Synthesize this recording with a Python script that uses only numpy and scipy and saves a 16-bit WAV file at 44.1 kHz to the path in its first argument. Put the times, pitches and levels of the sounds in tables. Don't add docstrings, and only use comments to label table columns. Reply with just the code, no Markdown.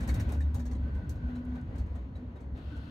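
import sys
import numpy as np
from scipy import signal
from scipy.fft import rfft, irfft, next_fast_len
from scipy.io import wavfile
from scipy.ndimage import uniform_filter1d, map_coordinates

SR = 44100
rng = np.random.default_rng(int(sys.argv[2]) if len(sys.argv) > 2 else 0)


def materialize(psi):
    bounded = np.clip(np.atleast_2d(psi).T, -1, 1)
    quanta = np.round(bounded * 32767).astype(np.int16)
    wavfile.write(sys.argv[1], SR, quanta)


def how_loud(loudness_db):
    steps = np.asarray(loudness_db, float) / 20
    return 10 ** steps


N = 127890

# time in seconds, level in dB.
ROLLING_EFFORT = [
    (0, -53.5),
    (.2, -51),
    (.45, -56.5),
    (1.3, -56.5),
    (1.9, -56.5),
    (2.3, -60),
    (2.9, -59),
]
# start in seconds, peak in dB, frame part in dB, bright sash part in dB.
FITTING_JOLTS = [(0.0014, -48, 4.5, -21), (0.0246, -49, -3, -42), (0.0732, -45, 4, -2),
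                 (0.084, -39.5, 2, -28), (0.1396, -45, -10, -3), (0.196, -44, -3, -6.5),
                 (0.2885, -53, -9, -3.5), (0.322, -47.5, -28, -11), (0.343, -58, -12, -20.5),
                 (0.403, -52, 4, -19), (0.5434, -48, -9, -4), (0.5917, -50.5, 0, -13.5),
                 (0.6524, -52.5, -2, -10), (0.711, -54, -1.5, -19.5), (0.7434, -61.5, -9, -24),
                 (0.945, -63.5, -1, -22), (1.0918, -49.5, -26, -1), (1.152, -63.5, -7, -21),
                 (1.2824, -70, 12, -35), (1.3514, -60, -4.5, -21), (1.549, -64, -5.5, -24.5),
                 (1.7534, -58.5, -12, -30), (1.7784, -54, -9, -18.5), (1.86, -70, -2, -24),
                 (1.9517, -62, 3, -16.5), (2.153, -64.5, 7, -19), (2.355, -66.5, 4, -37.5),
                 (2.402, -64.5, -1, -23), (2.5681, -66.5, 10, -12), (2.76, -60.5, -10, -36)]


def unit(x):
    return x / np.sqrt(np.mean(x ** 2) + 1e-20)


def along(points, hz):
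    f, v = np.transpose(points)
    return np.interp(np.log(hz + 1), np.log(f + 1), v)


def curves(rows):
    s, *columns = np.transpose(rows)
    return [np.interp(np.arange(N) / SR, s, column) for column in columns]


def wobble(rate):
    return map_coordinates(rng.standard_normal(800), [np.arange(N) * min(rate, 250) / SR])


def filtered(x, response):
    m = next_fast_len(N + SR // 2)
    return irfft(rfft(x, m) * response(np.fft.rfftfreq(m, 1 / SR)), m)[..., :N]


def modes(table, f):
    total = 0
    for k, (centre, width, db) in enumerate(table):
        damping = 1j * f * width
        total = total + (-1) ** k * how_loud(db) * damping / (centre * centre - f * f + damping)
    return total


def shut(points):
    return lambda hz: how_loud(along(points, hz)) * (hz > 15)


def tone(hz, wander_hz, rate):
    return np.sqrt(2) * np.sin(2 * np.pi * np.cumsum(hz + wander_hz * wobble(rate)) / SR)


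def spread(pair, gain):
    # frequency in Hz, left-right likeness from -1 to 1.
    likeness = [(60, .985), (250, .972), (640, .55), (1300, -.3), (3000, -.05), (5000, .3), (8000, .75),
                (15000, .6)]
    turn = lambda hz: np.arccos(np.clip(along(likeness, hz), -1, 1)) / 2
    mid, side = filtered(pair, lambda hz: gain(hz) * [np.cos(turn(hz)), np.sin(turn(hz))])
    return np.array([mid + side, mid - side])


def patchy(x, patchy_db, size):
    z = signal.stft(np.pad(x, ((0, 0), (0, 512))), nperseg=512)[2]
    field = uniform_filter1d(rng.standard_normal(z.shape[1:]), size=5, axis=0)
    field = uniform_filter1d(field, size=size, axis=1)
    return signal.istft(z * how_loud(patchy_db * unit(field)), nperseg=512)[1][:, :N]


def rush(gain, patchy_db):
    return unit(spread(patchy(rng.standard_normal((2, N)), patchy_db, size=10), gain))


def bursts(s, db, rise_s, hold_s, t60_s):
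    u = np.maximum(np.arange(N) / SR - np.reshape(s, (-1, 1)), 0)
    shape = (1 - np.exp(-u / rise_s)) * how_loud(-60 * np.maximum(u - hold_s, 0) / t60_s)
    return np.sqrt(how_loud(2 * np.asarray(db)) @ shape ** 2)


def struck(table, gain_db, rise_s, t60_s, lag_s):
    out = np.zeros((2, N + SR))
    t = np.arange(SR // 4) / SR
    port_t = t - lag_s * np.array([[0], [1]])
    for s, db, hz in table:
        shape = how_loud(db + gain_db - 60 * t / t60_s(hz)) * (1 - np.exp(-t / rise_s))
        out[:, round(s * SR):][:, :len(t)] += shape * np.sin(2 * np.pi * hz * port_t)
    return out[:, :N]


def joints():
    lift, rise_s, fade_s = 0.65, 0.0041, 0.029
    t = np.arange(0, N, 64) / SR
    u = np.maximum(t - np.transpose(FITTING_JOLTS)[0][:, None], 0)
    swell = np.max((1 - np.exp(-u / rise_s)) * np.exp(-u / fade_s), axis=0)
    return np.interp(np.arange(N) / SR, t, 1 + lift * swell)


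def rolling():
    # frequency in Hz, level in dB per Hz.
    floor_colour = [(20, -6.5), (45, 9), (70, 2.5), (100, 4), (160, -2.5), (290, -5), (330, -10),
                    (700, -120)]
    # frequency in Hz, level in dB per Hz.
    wheel_colour = [(250, -11.5), (420, -7), (1300, -18.5), (2400, -26), (4200, -35.5), (5400, -47.5),
                    (7600, -57.5), (15000, -55.5)]
    # frequency in Hz, width in Hz, level in dB.
    body_modes = [(570, 76, -5.5), (986, 18, 6), (1966, 150, -1.5), (4330, 31, -2.5), (6560, 500, 14.5)]
    rumble_db, rumble_grows, wheels_db = 17.5, 1, 2.5
    treble_grows, treble_hz = 1, 1810
    roll_db, = curves(ROLLING_EFFORT)
    mean_db = roll_db.mean()
    change_db = roll_db - mean_db

    rumble_level = how_loud(mean_db + rumble_db + rumble_grows * change_db + 1.5 * wobble(6.12))
    rumble = rumble_level * rush(shut(floor_colour), patchy_db=0.5)

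    colour = lambda hz: shut(wheel_colour)(hz) * (1 + np.abs(modes(body_modes, hz)) * 0.56)
    wheel_level = how_loud(roll_db + wheels_db + 0.51 * wobble(6.23) + 1.27 * wobble(17))
    wheels = joints() * wheel_level * rush(colour, patchy_db=1.07)
    treble = filtered(wheels, lambda hz: 1 / (1 + (treble_hz / (hz + 1)) ** 4))
    return rumble + wheels + treble * (how_loud(treble_grows * change_db) - 1)


def boom():
    # time of the peak in seconds, peak in dB, pitch in Hz, length in seconds.
    air_jolts = [(0.025, -26.5, 69.9, 0.02), (0.116, -19.5, 64.9, 0.023), (0.216, -27, 73.27, 0.013),
                 (0.284, -23.5, 73.77, 0.015), (0.33, -26.2, 74.93, 0.02), (0.386, -21.5, 70.8, 0.021),
                 (0.427, -26, 70.4, 0.058), (0.472, -22.5, 70.65, 0.041), (0.551, -23, 75.36, 0.013),
                 (0.621, -31.2, 70.3, 0.04), (0.672, -29.5, 64.6, 0.04), (0.738, -28.5, 66.94, 0.0216),
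                 (0.798, -28.5, 66.6, 0.034), (0.838, -26.5, 68.15, 0.031), (0.952, -26.3, 68.18, 0.032),
                 (1.112, -27.0, 70.52, 0.015), (1.165, -32.5, 71.4, 0.015), (1.263, -25, 67.16, 0.024),
                 (1.34, -30, 69.34, 0.0069), (1.386, -35.5, 78.2, 0.0099), (1.492, -29.5, 61.7, 0.018),
                 (1.537, -30, 67.94, 0.011), (1.652, -31.7, 75.65, 0.02), (1.756, -28, 67.73, 0.011),
                 (1.811, -19.5, 63.6, 0.0092), (1.845, -25, 66.3, 0.0083), (1.916, -26, 65.9, 0.011),
                 (1.956, -28, 69, 0.014), (2.027, -32, 61.75, 0.034), (2.165, -30, 70.83, 0.012),
                 (2.28, -33, 67.2, 0.017), (2.364, -32.5, 64.5, 0.01), (2.422, -36, 60.6, 0.014),
                 (2.468, -32.5, 70.6, 0.012), (2.535, -30, 66.05, 0.021), (2.663, -31.5, 72.4, 0.022),
                 (2.714, -39, 67.5, 0.021), (2.751, -44, 73.8, 0.022), (2.782, -30, 61.7, 0.016),
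                 (2.842, -38, 67, 0.018)]
    swell, fade, boom_db = 0.84, 1.03, -4
    t = np.arange(N) / SR
    s, db, hz, length_s = np.transpose(air_jolts)
    u = t[::64] - s[:, None]
    shape = np.exp(-(u / np.where(u < 0, swell, fade) / length_s[:, None]) ** 2)
    level = np.interp(t, t[::64], np.sqrt(how_loud(2 * (db + boom_db)) @ shape))
    return level * how_loud(0.35 * wobble(26)) * tone(np.interp(t, s, hz), 2.53, 15)


def floor_hum():
    # time in seconds, level in dB.
    hum_level = [(0, -43.5), (.1, -43), (.5, -53), (.6, -41.5), (.8, -48), (1.15, -62.5), (1.25, -40.5),
                 (1.48, -35), (1.6, -37.5), (1.68, -53.5), (1.9, -71), (1.97, -44.5), (2.1, -72.5),
                 (2.24, -40.5), (2.32, -72), (2.9, -51.5)]
    hum_db, = curves(hum_level)
    return how_loud(hum_db - 2.0 + 2.36 * wobble(43.09)) * tone(244.8, 2.32, 16)


def singing():
    # time in seconds, level in dB.
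    sing_level = [(0, -60), (.1, -58), (.4, -59.5), (.78, -96), (.83, -61.5), (1.05, -60), (1.2, -64),
                  (1.26, -55.5), (1.4, -64.5), (1.6, -58), (1.7, -75), (2.6, -81), (2.75, -58), (2.9, -67)]
    mode_hz, width_hz = 1508, 86
    sing_db, = curves(sing_level)
    return how_loud(sing_db) * rush(lambda f: modes([(mode_hz, width_hz, 0)], f) ** 2, patchy_db=.5)


def rail_tone():
    return how_loud(curves(ROLLING_EFFORT)[0] - 33 + 1.8 * wobble(10)) * tone(4260, 20, 60)


def chatter():
    # frequency in Hz, width in Hz, level in dB.
    glass = [(3790, 110, -5.5), (4420, 36, -3), (5864, 29, -15), (6730, 130, -6), (7800, 110, -34),
             (8250, 200, -5)]
    # frequency in Hz, width in Hz, level in dB.
    sash = [(10500, 380, 11), (12200, 400, 10), (13300, 170, 12)]
    # frequency in Hz, width in Hz, level in dB.
    frame = [(1020, 580, -7), (1760, 150, 7), (1896, 100, 3.5), (2360, 190, 2)]
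    hold_s, t60_s, contacts_per_s, chatter_db = 0.0035, 0.13, 1300, -5
    hard_db = -13.5
    s, db, frame_db, bright_db = np.transpose(FITTING_JOLTS)
    rise_s = 0.0017 / np.sqrt(np.clip(how_loud(bright_db - hard_db), .1, 1))[:, None]
    shake = patchy(rng.standard_normal((2, N)), 1.5, size=6)
    all_hz = np.linspace(1, SR / 2, num=4000)
    out = np.zeros((2, N))
    parts = ((glass, 0 * db, .2), (sash, bright_db - 2.5, 1.2), (frame, frame_db + 2.0, .4))
    for table, part_db, wide in parts:
        hits = shake * (0.65 + 1.3 * (rng.random(N) < contacts_per_s / SR))
        low, top = table[0][0], table[-1][0]
        limits = [(np.sqrt(low * top), 1.29 * (top - low), 0)]
        band = lambda f: (modes(table, f) + wide) * modes(limits, f) ** 2
        level = bursts(s, db + part_db + chatter_db, rise_s, hold_s, t60_s)
        band_rms = np.sqrt(np.mean(np.abs(band(all_hz)) ** 2))
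        out = out + spread(level * hits, band) / band_rms
    return out


def knocks():
    # start in seconds, peak in dB.
    blows = [
        (0.086, -30),
        (0.323, -41),
        (0.544, -38),
        (1.693, -48),
        (2.548, -54),
        (2.754, -43),
    ]
    s, db = np.transpose(blows)
    level = bursts(s, db - 9, 0.0027, 0.0011, .16)
    return level * rush(lambda f: modes([(533, 620, 0)], f) ** 2, patchy_db=4.0)


def rings():
    # start in seconds, peak in dB, pitch in Hz.
    ringing_modes = [(0.086, -55, 1830), (0.095, -48, 2170), (0.2, -52.0, 1696), (0.291, -55, 2468),
                     (0.404, -50.9, 1772), (0.414, -59, 3730), (0.544, -69, 3914), (0.55, -64.8, 5981),
                     (0.553, -63, 6940), (0.55, -65.0, 1720), (0.594, -66, 1717), (0.594, -67, 5771),
                     (0.601, -71, 6700), (0.653, -58.5, 1674), (0.653, -75, 4430), (0.653, -67, 5677),
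                     (0.661, -67, 6608), (0.711, -63, 2050), (0.711, -69.5, 4444), (0.711, -72.1, 5679),
                     (0.72, -67, 6500), (0.743, -69, 3959), (0.775, -73.1, 4457), (0.95, -70, 3940),
                     (1.093, -61, 6400), (1.094, -72, 4400), (1.153, -69, 3980), (1.353, -68.5, 3970),
                     (1.37, -78, 5617), (1.777, -66.8, 4420), (1.777, -75, 6640), (1.96, -74, 3933),
                     (2.153, -65, 3900), (2.36, -69, 3760), (2.405, -77, 6000)]
    rough = 1 + .8 * (wobble(250) + .5 * np.array([wobble(200), wobble(200)]))
    t60_s = lambda hz: .1 * np.sqrt(hz / 4000)
    return rough * struck(ringing_modes, 3, .003, t60_s, lag_s=.00004)


def thuds():
    # start in seconds, peak in dB, pitch in Hz.
    panel_blows = [
        (2.535, -41, 256),
        (2.72, -41.5, 290),
        (2.85, -45, 290),
        (0.544, -31.5, 110),
        (1.163, -47.5, 92),
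        (0.165, -28, 105.4),
    ]
    return struck(panel_blows, 4, 0.01, lambda hz: 0.22, lag_s=0)


def catch_ticks():
    # start in seconds, peak in dB, centre in Hz.
    clicks = [
        (0.321, -44, 8000),
        (0.544, -50, 9000),
        (1.0935, -44.5, 6800),
        (1.452, -60, 7740),
        (1.613, -61, 5980),
    ]
    out = 0
    for s, db, hz in clicks:
        snap = bursts([s], [db], 0.00034, 0.00084, 0.017) * rng.standard_normal(N)
        out = out + filtered(snap, lambda f: modes([(hz, 0.78 * hz, 0)], f) ** 2)
    return out


def cabin(x):
    t60_s = 0.066
    t = np.arange(SR // 3) / SR
    tail = rng.standard_normal((2, len(t))) * how_loud(-60 * t / t60_s)
    wet = signal.fftconvolve(x, tail / np.linalg.norm(tail[0]), axes=1)[:, :N]
    return filtered(wet, lambda hz: 1 / (1 + 1j * hz / 5000))


def shoe_squeak():
    start_s, length_s, start_hz, rise_hz_per_s = 1.575, .09, 10700, 6500
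    v = np.arange(N) / SR - start_s
    shape = np.sin(np.pi * np.clip(v / length_s, 0, 1))
    return how_loud(-99) * shape * tone(start_hz + rise_hz_per_s * np.clip(v, 0, 1), 40, 77)


def brake_air():
    # frequency in Hz, level in dB per Hz.
    air_colour = [(1000, -11), (1400, -4), (2400, -18.5), (2750, -13), (4300, -17), (4800, -23.5),
                  (7500, -36.5), (15000, -42)]
    # pitch in Hz, level over the air in dB.
    valve_edges = [(2660, -19), (4250, -23.5)]
    start_s, rise_s, air_db, swell_db_per_s, left_db = 2.545, 0.011, -61, 5.5, 2
    u = np.maximum(np.arange(N) / SR - start_s, 0)
    level = (1 - np.exp(-u / rise_s)) * how_loud(air_db + swell_db_per_s * u)
    whistle = sum(how_loud(db) * tone(hz, 12.1, 60) for hz, db in valve_edges)
    air = level * (rush(shut(air_colour), patchy_db=1.0) + whistle)
    return air * how_loud([[left_db], [-left_db]])


def scene():
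    track = rolling() + boom() + floor_hum() + singing() + rail_tone()
    near = chatter() + knocks() + catch_ticks()
    panels = rings() + thuds()
    return track + near + how_loud(-12.5) * cabin(near) + panels + shoe_squeak() + brake_air()


def roll_off(x):
    return signal.sosfilt(signal.butter(12, 16530, fs=SR, output="sos"), x)


def record(dry):
    # frequency in Hz, left over right in dB.
    port_lean = [(200, 0.5), (700, 2), (1400, 0), (3000, 5), (5500, 0), (12000, 1)]
    low_cut_hz, top_hz = 38, 15780

    def ports(hz):
        lean = how_loud(along(port_lean, hz) * np.array([[.5], [-.5]]))
        return lean * (hz < top_hz) / (1 + (low_cut_hz / (hz + 1)) ** 4)

    return roll_off(filtered(dry, ports))


dry = scene()
out = record(dry)
materialize(out)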